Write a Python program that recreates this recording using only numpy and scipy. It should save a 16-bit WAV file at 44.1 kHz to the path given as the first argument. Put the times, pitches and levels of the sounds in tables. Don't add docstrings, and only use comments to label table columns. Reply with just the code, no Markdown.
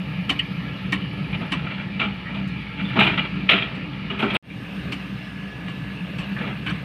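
import sys
import numpy as np
from scipy import signal
from scipy.fft import rfft, irfft, next_fast_len
from scipy.io import wavfile
from scipy.ndimage import uniform_filter1d, map_coordinates

SR = 44100
rng = np.random.default_rng(int(sys.argv[2]) if len(sys.argv) > 2 else 0)


def master_out(mix):
    frames = np.transpose(np.atleast_2d(mix))
    ceiling = np.clip(frames, -1, 1)
    pcm = np.round(ceiling * 32767).astype(np.int16)
    wavfile.write(sys.argv[1], SR, pcm)


def nominal_scale(level):
    x = np.asarray(level, float) / 20
    return 10 ** x


N = 301644
CUT_S, RESUME_S = 4.3692, 4.426

# [t/s, f/Hz]
NEAR_TURBO_HZ = [
    [(0, 12000), (.5, 11600), (1, 11150), (1.2, 11100), (1.45, 11150), (1.9, 10300), (2.4, 10000),
     (2.9, 10200), (3.62, 10350), (4.3, 9700)],
    [(4.43, 11300), (4.56, 11550), (4.75, 11400), (5.1, 11300), (5.35, 10900), (5.5, 11050), (5.7, 11500),
     (6, 11300), (6.3, 11450), (6.84, 11800)],
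]
# [f/Hz, width/Hz, level/dB]
BUCKET_MODES = [(399, 19, -16), (660, 51, -6.5), (856, 51, -4.5), (1292, 166, -3), (1580, 31, -9),
                (1880, 57, -11.5), (2386, 64, 4), (2665, 65, -1.5), (2880, 150, -4), (3257, 70, -4),
                (3565, 160, -8), (4020, 130, -14)]
# [f/Hz, level/dB per Hz]
CRUNCH_COLOUR = [(180, -34), (300, -5), (457, -18), (991, -11), (1330, -2), (1480, -8.5), (2080, -1),
                 (2380, 1.5), (2990, 1.5), (3900, -12), (4550, -26.5), (5920, -57.5), (10000, -120)]


def unit(x):
    return x / np.sqrt(np.mean(x ** 2) + 1e-20)


def curves(rows):
    s, *cols = np.transpose(rows)
    return [np.interp(np.arange(N) / SR, s, c) for c in cols]


def wobble(rate):
    knots = rng.standard_normal(int(N * rate / SR) + 4)
    return map_coordinates(knots, [np.arange(N) * rate / SR])


def by_view(first, second):
    return np.where(np.arange(N) < CUT_S * SR, first, second)


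def filtered(x, response):
    m = next_fast_len(len(x) + 4096)
    return irfft(rfft(x, m) * response(np.fft.rfftfreq(m, 1 / SR)), m)[:len(x)]


def colour(points):
    hz, db = np.transpose(points)
    return lambda f: nominal_scale(np.interp(np.log(f + 1), np.log(hz + 1), db))


def resonant(peaks, spread_db=0, edge_hz=3900):
    gains = [(-1) ** k * nominal_scale(db + spread_db * rng.standard_normal()) for k, (_, _, db) in enumerate(peaks)]

    def response(f):
        dull = 1 / (1 - (f / edge_hz) ** 2 + 1.3j * f / edge_hz) ** 2
        modes = sum(g * 1j * f * w / (c * c - f * f + 1j * f * w) for g, (c, w, _) in zip(gains, peaks))
        return dull * modes
    return response


def split(peaks, hz):
    return [p for p in peaks if p[0] < hz], [p for p in peaks if p[0] >= hz]


def rush(response, patchy_db):
    z = signal.stft(rng.standard_normal(N), nperseg=512)[2]
    field = uniform_filter1d(rng.standard_normal(z.shape), size=5, axis=0)
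    field = uniform_filter1d(field, size=12, axis=1)
    patchy = signal.istft(z * nominal_scale(patchy_db * unit(field)), nperseg=512)[1][:N]
    return unit(filtered(patchy, response))


def orders(firing, table, unsteady_db):
    turns = np.cumsum(curves(firing)[0] * (1 + 0.009 * wobble(9))) / SR
    tone = np.zeros(N)
    for multiple, db in table:
        flutter_db = unsteady_db * (wobble(13) + .2 * wobble(4))
        tone += nominal_scale(db + 1.5 + flutter_db) * np.sin(2 * np.pi * multiple * turns)
    return tone, turns


def exhaust(level_db):
    # [t/s, f/Hz]
    near_firing = [(0, 62.67), (1.5, 64.24), (2.1, 65.8), (3, 64.3), (4.3, 65.52), (4.5, 64.41), (6, 64.75),
                   (6.84, 66.3)]
    far_firing = [(0, 61.5), (1.3, 62), (2.2, 60.7), (3.5, 59.83), (4.3, 61.6), (4.7, 63.2), (5.3, 63.4),
                  (6.84, 62.3)]
    # [multiple of firing, level/dB]
    near_orders = [(2, -45), (3, -37), (4.5, -48)]
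    far_orders = [(1, -43.5), (2, -49)]
    # [f/Hz, level/dB per Hz]
    pipe_colour = [(15, -62.5), (25, -48.5), (49, -20), (71, -8), (91, -14), (110, -4), (188, 2.5),
                   (208, -2.5), (221, -9.5), (288, -8.5), (335, -19.5), (399, -20), (500, -30.5),
                   (650, -46), (1100, -120)]
    near, turns = orders(near_firing, near_orders, unsteady_db=3.5)
    far, _ = orders(far_firing, far_orders, unsteady_db=2.2)
    puffs = nominal_scale(1.5 * np.sin(np.pi * turns) + 2.64 * wobble(10).clip(max=1))
    pipe = unit(filtered(puffs * rush(np.ones_like, patchy_db=-0.5), colour(pipe_colour)))
    ground_rumble = rush(colour([(15, -11), (30, 3.0), (45, -5.5), (70, -33)]), patchy_db=0.5)
    pipe += nominal_scale(-38) * ground_rumble
    tones = nominal_scale(level_db + 34) * near + nominal_scale(0.53 * (level_db + 27.5)) * far
    return tones + nominal_scale(level_db + 2.5) * unit(pipe)


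def housing(swing_db):
    # [f/Hz, level/dB per Hz]
    roar_colours = [
        [(190, -42), (330, -8.5), (434, -11), (464, -2.5), (896, -10.5), (1010, -10.5), (1360, -1.5),
         (1500, -15), (1660, -2.5), (2090, -5), (2350, 2.5), (2570, -2.5), (4550, -19), (5920, -51),
         (10000, -120)],
        [(190, -53), (330, -11.5), (464, -6), (926, -11), (1230, -13), (1360, -14.5), (1660, -6), (1850, -10.5),
         (2690, -5), (3060, -12), (3310, -14), (4550, -23), (5920, -59), (10000, -120)],
    ]
    # [f/Hz, width/Hz, level/dB]
    panel_modes = [
        [(867, 51, -3.5), (1330, 180, -22), (1700, 3.5, 3.5), (2320, 90, -13.5), (2890, 120, -1),
         (4880, 79, -14.5)],
        [(1215, 85, -1.5), (1704, 48, 0.5), (2800, 91, 0.5), (5130, 61, -23), (5780, 70, -21.5)],
    ]
    level_db = by_view(-38, -38.5) + 0.97 * swing_db
    clatter = nominal_scale(0.38 * wobble(120) + 0.42 * wobble(13))
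    broad = by_view(*[rush(colour(c), patchy_db=2.0) for c in roar_colours])
    panels = by_view(*[rush(resonant(p), patchy_db=1.5) for p in panel_modes])
    return nominal_scale(level_db) * unit(clatter * (broad + nominal_scale(-7.5) * panels))


def intake_hiss(swing_db):
    # [f/Hz, level/dB per Hz]
    hiss_colours = [
        [(3000, -31), (4400, 3.5), (5200, -0.5), (6200, -9), (6800, -14.5), (8200, -15.5), (9000, -13.5),
         (10000, -13.5), (11000, -19), (13600, -16.5), (14000, -24), (15500, -31)],
        [(3000, -43), (4400, 0.5), (5200, 1), (6200, -5), (7500, -10.5), (8500, -9), (8850, 0), (9300, -7),
         (10500, -17), (13500, -9.5), (15500, -22)],
    ]
    receding_db = by_view(0, 1.2 * (np.arange(N) / SR - 5.6))
    boost_khz = curves(list(NEAR_TURBO_HZ[0]) + list(NEAR_TURBO_HZ[1]))[0] / 1000 - 11
    level_db = by_view(-63, -62) + 0.58 * swing_db + 1.5 * boost_khz - receding_db
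    air = nominal_scale(level_db) * by_view(*[rush(colour(c), patchy_db=1.8) for c in hiss_colours])
    top = filtered(air, lambda f: f > 10500)
    return air + top * (nominal_scale(2.5 * boost_khz.clip(max=.2)) - 1)


def whistles(tracks, fuzz):
    out = np.zeros(N)
    for rows in tracks:
        hz, db = curves(rows)
        start, end = rows[0][0], rows[-1][0]
        on = curves([(start - .01, 0), (start, 1), (end, 1), (end + .01, 0)])[0]
        level = on * nominal_scale(db + 4 * wobble(90))
        out += level * np.sin(2 * np.pi * np.cumsum(hz * (1 + fuzz * wobble(400))) / SR)
    return out


def turbo():
    # [t/s, f/Hz]
    far_turbo_hz = [
        [(1.8, 15600), (2.2, 14950), (2.6, 14850), (2.9, 15200), (3.2, 15700), (3.7, 15600), (4.1, 15250),
         (4.3, 15200)],
        [(4.8, 14800), (5.2, 14400), (5.7, 14000), (6.2, 14000), (6.84, 14600)],
    ]
    # [t/s, level/dB]
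    intake_facing = [(0, -2), (.5, 0), (1.45, 1), (1.9, -5), (2.4, -1), (2.9, 0), (3.62, -5), (4.3, -6),
                     (4.43, 2), (4.6, 5), (5.1, 3), (5.35, -7), (5.5, -3), (6, -1), (6.3, 1), (6.84, -2)]
    # [t/s, f/Hz, level/dB]
    bypass = [(0, 10000, -75), (.3, 9800, -77), (.9, 9400, -84)]
    # [t/s, length/s, first f/Hz, last f/Hz, peak level/dB]
    valve_whistles = [
        (.4, .24, 5080, 4960, -64),
        (5.14, .26, 5130, 5080, -61),
        (4.43, 2.41, 1695, 1710, -47.5),
    ]
    boost_db_per_khz, coast_db_per_khz_s = 6.5, 6.5
    tracks = [np.c_[rows, np.full(len(rows), db)] for rows, db in zip(far_turbo_hz, (-80, -80.5))]
    for rows, base_db in zip(NEAR_TURBO_HZ, (-78.5, -84)):
        s, hz = np.transpose(rows)
        slowing = np.gradient(hz / 1000, s).clip(max=0)
        db = base_db + boost_db_per_khz * (hz / 1000 - 10) + coast_db_per_khz_s * slowing
        tracks.append(np.c_[s, hz, db + np.interp(s, *np.transpose(intake_facing))])
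    passing = []
    for s, length, first, last, db in valve_whistles:
        middle = (s + length / 2, (first + last) / 2, db)
        passing.append([(s, first, db - 8), middle, (s + length, last, db - 8)])
    return whistles(tracks + [bypass], fuzz=.0075) + whistles(passing, fuzz=.014)


def burst(response, t60, rise, lumpy_db):
    t = np.arange(SR // 3) / SR
    contacts = np.repeat(rng.standard_normal(len(t) // 150 + 1), 150)[:len(t)]
    shape = nominal_scale(-60 * t / np.clip(t60, .01, 1)) * (1 - np.exp(-t / rise))
    blow = (rng.standard_normal(len(t)) * nominal_scale(lumpy_db * contacts) * shape)[t < t60]
    x = filtered(np.pad(blow, (SR // 100, SR // 25)), response)
    x = np.pad(x, (0, SR // 2 - len(x)))
    return .5 * x * np.linalg.norm(shape) / np.linalg.norm(x)


def add(track, s, x):
    track[round(s * SR) - SR // 100:][:len(x)] += x


def splash(t60, lumpy_db):
    # [f/Hz, level/dB per Hz]
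    splinter_colour = [(3500, -9.5), (4600, 9.5), (6000, 3.5), (7000, -2.5), (8400, 3), (10000, -10),
                       (11500, -15), (13000, -13), (15500, -24)]
    # [f/Hz, width/Hz, level/dB]
    glint_modes = [(4300, 170, 24), (6300, 280, -1), (7000, 300, -1), (8300, 200, -4), (9750, 500, -2),
                   (10700, 300, -13), (12500, 500, -18.5)]
    glint = resonant(glint_modes, spread_db=3, edge_hz=13000)
    above = lambda f: glint(f) * (f / (f - 3500j)) ** 3
    splinters = burst(colour(splinter_colour), t60, .002, lumpy_db)
    return .6 * splinters + .9 * burst(above, 1.2 * t60, .002, lumpy_db)


def rings():
    # [t/s, peak level/dB, f/Hz, t60/s]
    ground_thumps = [(.074, -19, 153.6, 0.23), (.168, -17, 179, 0.22), (1.388, -14, 191, .12),
                     (2.055, -19, 200.5, .2), (2.43, -17, 188, 0.14), (2.81, -12, 192, .15),
                     (2.89, -16, 128, 0.16), (2.962, -11, 194.4, 0.17), (3.421, -18, 187, .15),
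                     (3.53, -17.5, 190, 0.18), (3.54, -27.5, 394, 0.27), (4.222, -14.5, 339, 0.11),
                     (4.24, -15.5, 287, 0.11), (6.002, -18, 183.6, .15), (6.41, -29.5, 480, .15),
                     (6.47, -27, 190, 0.15), (6.595, -12, 190, 0.07), (6.705, -22, 193.6, .2)]
    # [t/s, peak level/dB, f/Hz, t60/s]
    pin_rings = [(.294, -16, 3100, 0.049), (.301, -15, 2950, 0.044), (.3, -23.5, 1950, 0.053),
                 (.314, -21, 1900, 0.041), (.306, -26, 780, .1), (.922, -22, 3000, .05),
                 (.924, -19.5, 2300, 0.07), (.927, -15.5, 1850, .07), (.925, -25, 1080, 0.13),
                 (1.521, -26, 2950, 0.089), (1.522, -18, 1880, 0.054), (1.521, -22, 1080, 0.1),
                 (1.53, -27, 2700, 0.11), (6.2, -56, 7600, 0.092), (6.185, -50.5, 8300, 0.1),
                 (6.664, -28.5, 1600, 0.13), (6.701, -52, 8300, .07), (6.701, -53, 6000, .08),
                 (4.922, -28, 2900, .06), (6.664, -28, 3000, .1), (6.69, -39, 4400, .07),
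                 (6.752, -61, 8300, 0.11)]
    # [t/s, peak level/dB, f/Hz, t60/s]
    bucket_rings = [(1.996, -18, 2620, 0.066), (2.012, -21, 2350, 0.16), (2.012, -21, 1330, 0.13),
                    (2.99, -15.5, 1310, 0.067), (3.002, -13.5, 2420, .12), (3.003, -16.5, 856, 0.094),
                    (3.02, -22, 943, .06), (3.008, -14.5, 1620, 0.07), (3.031, -16, 2470, 0.068),
                    (3.066, -16, 2430, .12), (3.177, -22, 2385, 0.16), (3.18, -21, 2000, 0.066),
                    (3.482, -21, 2420, 0.045), (3.489, -6, 2550, .04), (3.497, -7, 2890, .03),
                    (3.505, -10, 2950, 0.045), (3.509, -12.5, 2230, 0.074), (3.493, -21, 1296, 0.12),
                    (3.625, -23, 3270, .06), (4.2, -24, 2454, .05), (4.222, -19, 1316, 0.08),
                    (4.222, -21, 2950, 0.052), (4.3, -25, 3200, .08), (4.349, -25, 2600, .05),
                    (4.352, -21, 3300, 0.044), (4.364, -19, 2050, .05), (6.404, -31, 1724, .08),
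                    (6.44, -30, 1200, 0.075), (4.225, -19, 740, 0.065), (3.52, -26, 4010, .08),
                    (2.995, -25, 3680, .06), (3.0, -20, 700, .1), (3.055, -17, 2740, .06),
                    (3.046, -19, 3300, .05), (3.177, -20, 3200, .06), (3.178, -21, 1300, .06),
                    (3.192, -21, 2900, .08), (2.994, -48, 8090, .05), (3.068, -59, 10000, .12),
                    (4.195, -55, 9100, .06), (3.49, -13, 3200, .04), (4.1, -23, 2900, .08),
                    (1.33, -25, 2400, .08), (6.663, -26, 2300, .08), (6.695, -26, 1700, .08),
                    (6.49, -36, 2700, .08)]
    # [t/s, peak level/dB, f/Hz, t60/s]
    chinks = [(.293, -46, 10400, .04), (.295, -54, 13500, .04), (.392, -49, 8200, .04),
              (1.519, -46, 8500, .09), (1.518, -47, 7000, .04), (1.518, -51, 10200, .04),
              (1.53, -52, 6000, .08), (4.34, -50, 10000, .16), (4.341, -51, 8030, .2),
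              (4.34, -58, 13000, .08), (6.701, -60, 10700, .05), (5.686, -59, 7700, .07),
              (3.493, -56, 9500, .12)]
    out, t = np.zeros(N + SR), np.arange(SR // 4) / SR
    for table, rough in [(pin_rings, 1), (bucket_rings, 1), (ground_thumps, 0), (chinks, 1)]:
        for s, db, hz, t60 in table:
            waver, drift = [map_coordinates(row, [t * 160]) for row in rough * rng.standard_normal((2, 44))]
            rise = (1 - np.exp(-t / (.0012 + 2 / hz))) ** 2
            decay_db = -60 * t / np.clip(t60, .02, .3)
            shape = nominal_scale(db + 3 - 1.5 * rough + 3 * waver + decay_db) * rise
            out[round(s * SR):][:len(t)] += shape * np.sin(2 * np.pi * hz * t + .9 * drift)
    return out[:N]


def clanks():
    # [t/s, peak level/dB, main ring f/Hz, bright level/dB, t60/s]
    pin_clanks = [
        (0.2948, -5.5, 3070, -38.5, 0.13),
        (0.9235, -6, 1934, -39.5, 0.12),
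        (1.5198, -7.5, 1880, -39.5, 0.11),
        (2.477, -34, 1700, -28, 0.074),
        (3.7504, -25, 2700, -40.5, 0.12),
        (4.921, -13, 2880, -36.5, 0.13),
        (5.6839, -19, 2800, -47, 0.14),
        (6.185, -19.5, 2700, -38, 0.2),
        (6.6632, -14, 1580, -46, 0.22),
        (6.698, -17.5, 2820, -39, 0.083),
    ]
    # [f/Hz, width/Hz, level/dB]
    pin_modes = [(288, 20, 4.5), (745, 320, -17), (1090, 90, -5), (1864, 110, -8), (2260, 96, -11),
                 (2320, 69, 2), (2950, 87, -0.5), (3140, 93, -7.5), (3620, 75, -11), (3775, 110, -11.5)]
    # [t/s, peak level/dB, ring f/Hz, t60/s]
    stone_pings = [(0.387, -19, 2950, 0.084), (0.3922, -4, 2960, 0.05), (0.402, -13, 2980, 0.046),
                   (1.011, -29, 2910, 0.19), (2.254, -27.5, 1934, 0.3), (2.843, -28, 3520, 0.23),
                   (4.499, -22, 2420, 0.12), (5.672, -33, 2800, 0.088), (6.228, -28, 2880, 0.097),
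                   (6.363, -22, 1720, 0.13), (6.402, -25, 1770, 0.12), (6.469, -33, 3080, 0.063)]
    out = np.zeros(N + SR)
    low, high = split(pin_modes, 1500)
    for s, db, hz, bright_db, t60 in pin_clanks:
        ring = burst(resonant(high + [(hz, 120, 1.5)], spread_db=2.5), t60, rise=0.002, lumpy_db=2.5)
        grit = burst(colour(CRUNCH_COLOUR), 1.1 * t60, rise=0.0022, lumpy_db=3.5)
        under = burst(resonant(low, spread_db=0.0), 1.7 * t60, rise=0.0032, lumpy_db=0.5)
        bright = nominal_scale(bright_db + 16.5) * splash(0.81 * t60, lumpy_db=2.5)
        add(out, s - .002, nominal_scale(db) * (0.33 * ring + 0.4 * grit + nominal_scale(-12.5) * under + bright))
    for s, db, hz, t60 in stone_pings:
        plate = resonant([(hz, 260, 0), (.64 * hz, 200, -9), (1.45 * hz, 300, -10)])
        ring = burst(lambda f: plate(f) ** 2, t60, rise=0.002, lumpy_db=0.0)
        bright = nominal_scale(-25.5 + .85 * db) * splash(0.64 * t60, lumpy_db=9)
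        add(out, s - .001, nominal_scale(db) * (ring + bright))
    return out[:N]


def chips():
    # [t/s, peak level/dB, t60/s]
    stone_chips = [(2.829, -56, .03), (2.9935, -43, .025), (3.0, -42, .025), (3.005, -44, .03),
                   (3.0272, -47, .025), (3.0377, -46, .025), (3.0492, -43, .03), (3.083, -54, .02),
                   (4.3397, -45, .16), (5.32, -58, .03), (3.4925, -49, .12), (3.508, -51, .2),
                   (6.685, -56, .06), (4.19, -54, .25)]
    # [f/Hz, level/dB per Hz]
    chip_colour = [(5000, -40), (7500, -8), (9000, 0), (12500, -1), (14000, -10), (15500, -25)]
    # [t/s, peak level/dB, t60/s]
    pebbles = [(1.347, -19, .04), (1.418, -27, .06), (1.449, -27, .05), (1.59, -27, .06), (1.667, -22, .08),
               (1.7, -28, .04), (6.316, -30, .05), (6.385, -29, .07), (6.418, -28, .07), (6.448, -28, .07),
               (6.474, -29, .08), (6.596, -31, .04), (6.708, -21, .06), (3.498, -7, .03), (3.577, -17, .08)]
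    out = np.zeros(N + SR)
    for s, db, t60 in stone_chips:
        add(out, s, nominal_scale(db) * burst(colour(chip_colour), t60, rise=.001, lumpy_db=2))
    for s, db, t60 in pebbles:
        plate = burst(resonant(BUCKET_MODES, spread_db=4), t60, rise=.001, lumpy_db=3)
        crunch = burst(colour(CRUNCH_COLOUR), t60, rise=.001, lumpy_db=3)
        add(out, s, nominal_scale(db) * (plate + .6 * crunch))
    return out[:N]


def grind():
    # [t/s, length/s, level/dB, heavy rumble level/dB]
    strokes = [(1.287, 0.24, -38.5, 5.5), (1.557, 0.25, -36, -0.5), (2.272, 0.1, -47, 11.5),
               (2.772, 0.2, -31.5, -15), (2.959, 0.072, -33.5, 17.5), (3.042, 0.19, -25.5, -2.5),
               (3.493, 0.26, -39.5, 3), (4.154, 0.095, -30.5, -4), (4.218, 0.024, -34.5, 15),
               (4.298, 0.053, -39, 7), (6.375, 0.13, -35, 5), (6.673, 0.025, -33.5, -10)]
    bite_s, release_db_per_s = 0.044, 161.5
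    out, t = np.zeros(N), np.arange(N) / SR
    grains = rng.standard_normal(N) * nominal_scale(2.5 * wobble(300) + 3.5 * wobble(35))
    plates = unit(filtered(grains, resonant(BUCKET_MODES)))
    stones = unit(plates + 0.64 * unit(filtered(grains, colour(CRUNCH_COLOUR))))
    heavy_modes = [(324, 100, -1.0), (480, 190, -2.0), (765, 910, -2.5)]  # Hz, width Hz, dB
    heavy = unit(filtered(grains, resonant(heavy_modes, edge_hz=1050)))
    for s, length, db, heavy_db in strokes:
        bite = ((t - s) / bite_s + .5).clip(0, 1)
        release = nominal_scale(-release_db_per_s * (t - s - length).clip(0))
        out += nominal_scale(db - 4.0) * bite * release * (stones + nominal_scale(heavy_db - 5.5) * heavy)
    return out


def bangs():
    # [t/s, peak level/dB, weight/dB, bright level/dB, t60/s]
    rock_bangs = [(1.3281, -19.5, -10, -55.5, 0.12), (1.4101, -23, 1.5, -43, 0.075),
                  (1.9955, -12.5, -10, -48.5, .23), (2.012, -16.5, -9, -48, 0.29),
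                  (2.344, -24, -6, -42, 0.26), (2.8884, -29, -16, -57, .2), (2.9625, -14, 4, -63.5, 0.22),
                  (2.99, -3, -22, -46, 0.21), (3.006, -5, -16, -51, 0.19), (3.0297, -15.5, -16, -38, 0.23),
                  (3.0651, -6.5, -22, -48, 0.17), (3.089, -25.5, -6, -39, 0.23),
                  (3.1764, -9, -14.5, -48.5, 0.12), (3.4905, 0, -44, -52, 0.19),
                  (3.5051, -5, -15, -53, 0.31), (3.5305, -12, -15.5, -55, 0.42),
                  (3.6199, -13, -23, -59, 0.16), (4.099, -20.5, -4.5, -45, 0.29),
                  (4.1884, -18, -6.5, -35.5, 0.46), (4.2243, -14, 3.5, -51, 0.12),
                  (4.2998, -17, -16, -39.5, 0.24), (4.3488, -6, -11, -45, 0.089),
                  (4.3623, -9, -16, -51, 0.08)]
    # [t/s, peak level/dB, weight/dB]
    settling = [
        (6.4036, -28.5, 4),
        (6.431, -29, -11),
        (6.4647, -32.5, 4),
        (6.501, -43, 0),
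    ]
    # [f/Hz, width/Hz, level/dB]
    shell_modes = [(123.4, 23, 1.5), (215.5, 27, 2.5), (304, 20, -6), (348, 51, -13.5), (400.5, 18, -4),
                   (486, 22, -9)]
    out = np.zeros(N + SR)
    low, high = split(BUCKET_MODES, 1500)
    rubble = [(*row, -60, 0.15) for row in settling]
    for s, db, weight_db, bright_db, t60 in list(rock_bangs) + rubble:
        plate = burst(resonant(high, spread_db=-3), t60, rise=0.0015, lumpy_db=-3.2)
        crunch = burst(colour(CRUNCH_COLOUR), 1.17 * t60, rise=0.002, lumpy_db=2.0)
        wall = burst(resonant(low, spread_db=3.5), 1.5 * t60, rise=0.0023, lumpy_db=-2.0)
        boom = burst(resonant(shell_modes, spread_db=2.5), 1.6 * t60, rise=0.002, lumpy_db=2)
        splinter = splash(.75 * t60, lumpy_db=4.5)
        body = 0.38 * plate + 0.56 * crunch
        body += nominal_scale(-4.5 + 0.7 * weight_db) * wall + nominal_scale(weight_db) * boom
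        add(out, s - .001, nominal_scale(db) * (body + nominal_scale(bright_db + 8.0) * splinter))
    return out[:N]


def scene():
    # [t/s, exhaust level/dB]
    effort = [
        [(0.0, -34.5), (1.46, -33), (1.76, -35), (2.84, -34.5), (3.05, -29), (3.21, -32.5), (4.22, -34.5),
         (4.3, -32)],
        [(4.8, -33.5), (5.49, -36.5), (6.39, -34), (6.6, -35.5), (6.71, -33), (6.84, -35.5)],
    ]
    effort_db, = curves(list(effort[0]) + list(effort[1]))
    swing_db = effort_db - effort_db.mean()
    engines = exhaust(effort_db) + housing(swing_db) + intake_hiss(swing_db) + turbo()
    digging = rings() + clanks() + chips() + grind() + bangs()
    return (engines + digging)[None]


def roll_off(x):
    return signal.sosfilt(signal.butter(12, 15525, fs=SR, output="sos"), x)


def record(dry):
    t = np.arange(N) / SR
    residue = nominal_scale(-28 - 2600 * (t - CUT_S).clip(0))
    fade = 1 - (1 - nominal_scale(-29)) * np.exp(-(t - RESUME_S).clip(0) / .15)
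    gain = np.where(t < CUT_S, 1, np.where(t < RESUME_S, residue, fade))
    mix = filtered(dry[0] * gain, lambda f: f < 15550)[None]
    return roll_off(mix)


dry = scene()
out = record(dry)
master_out(out)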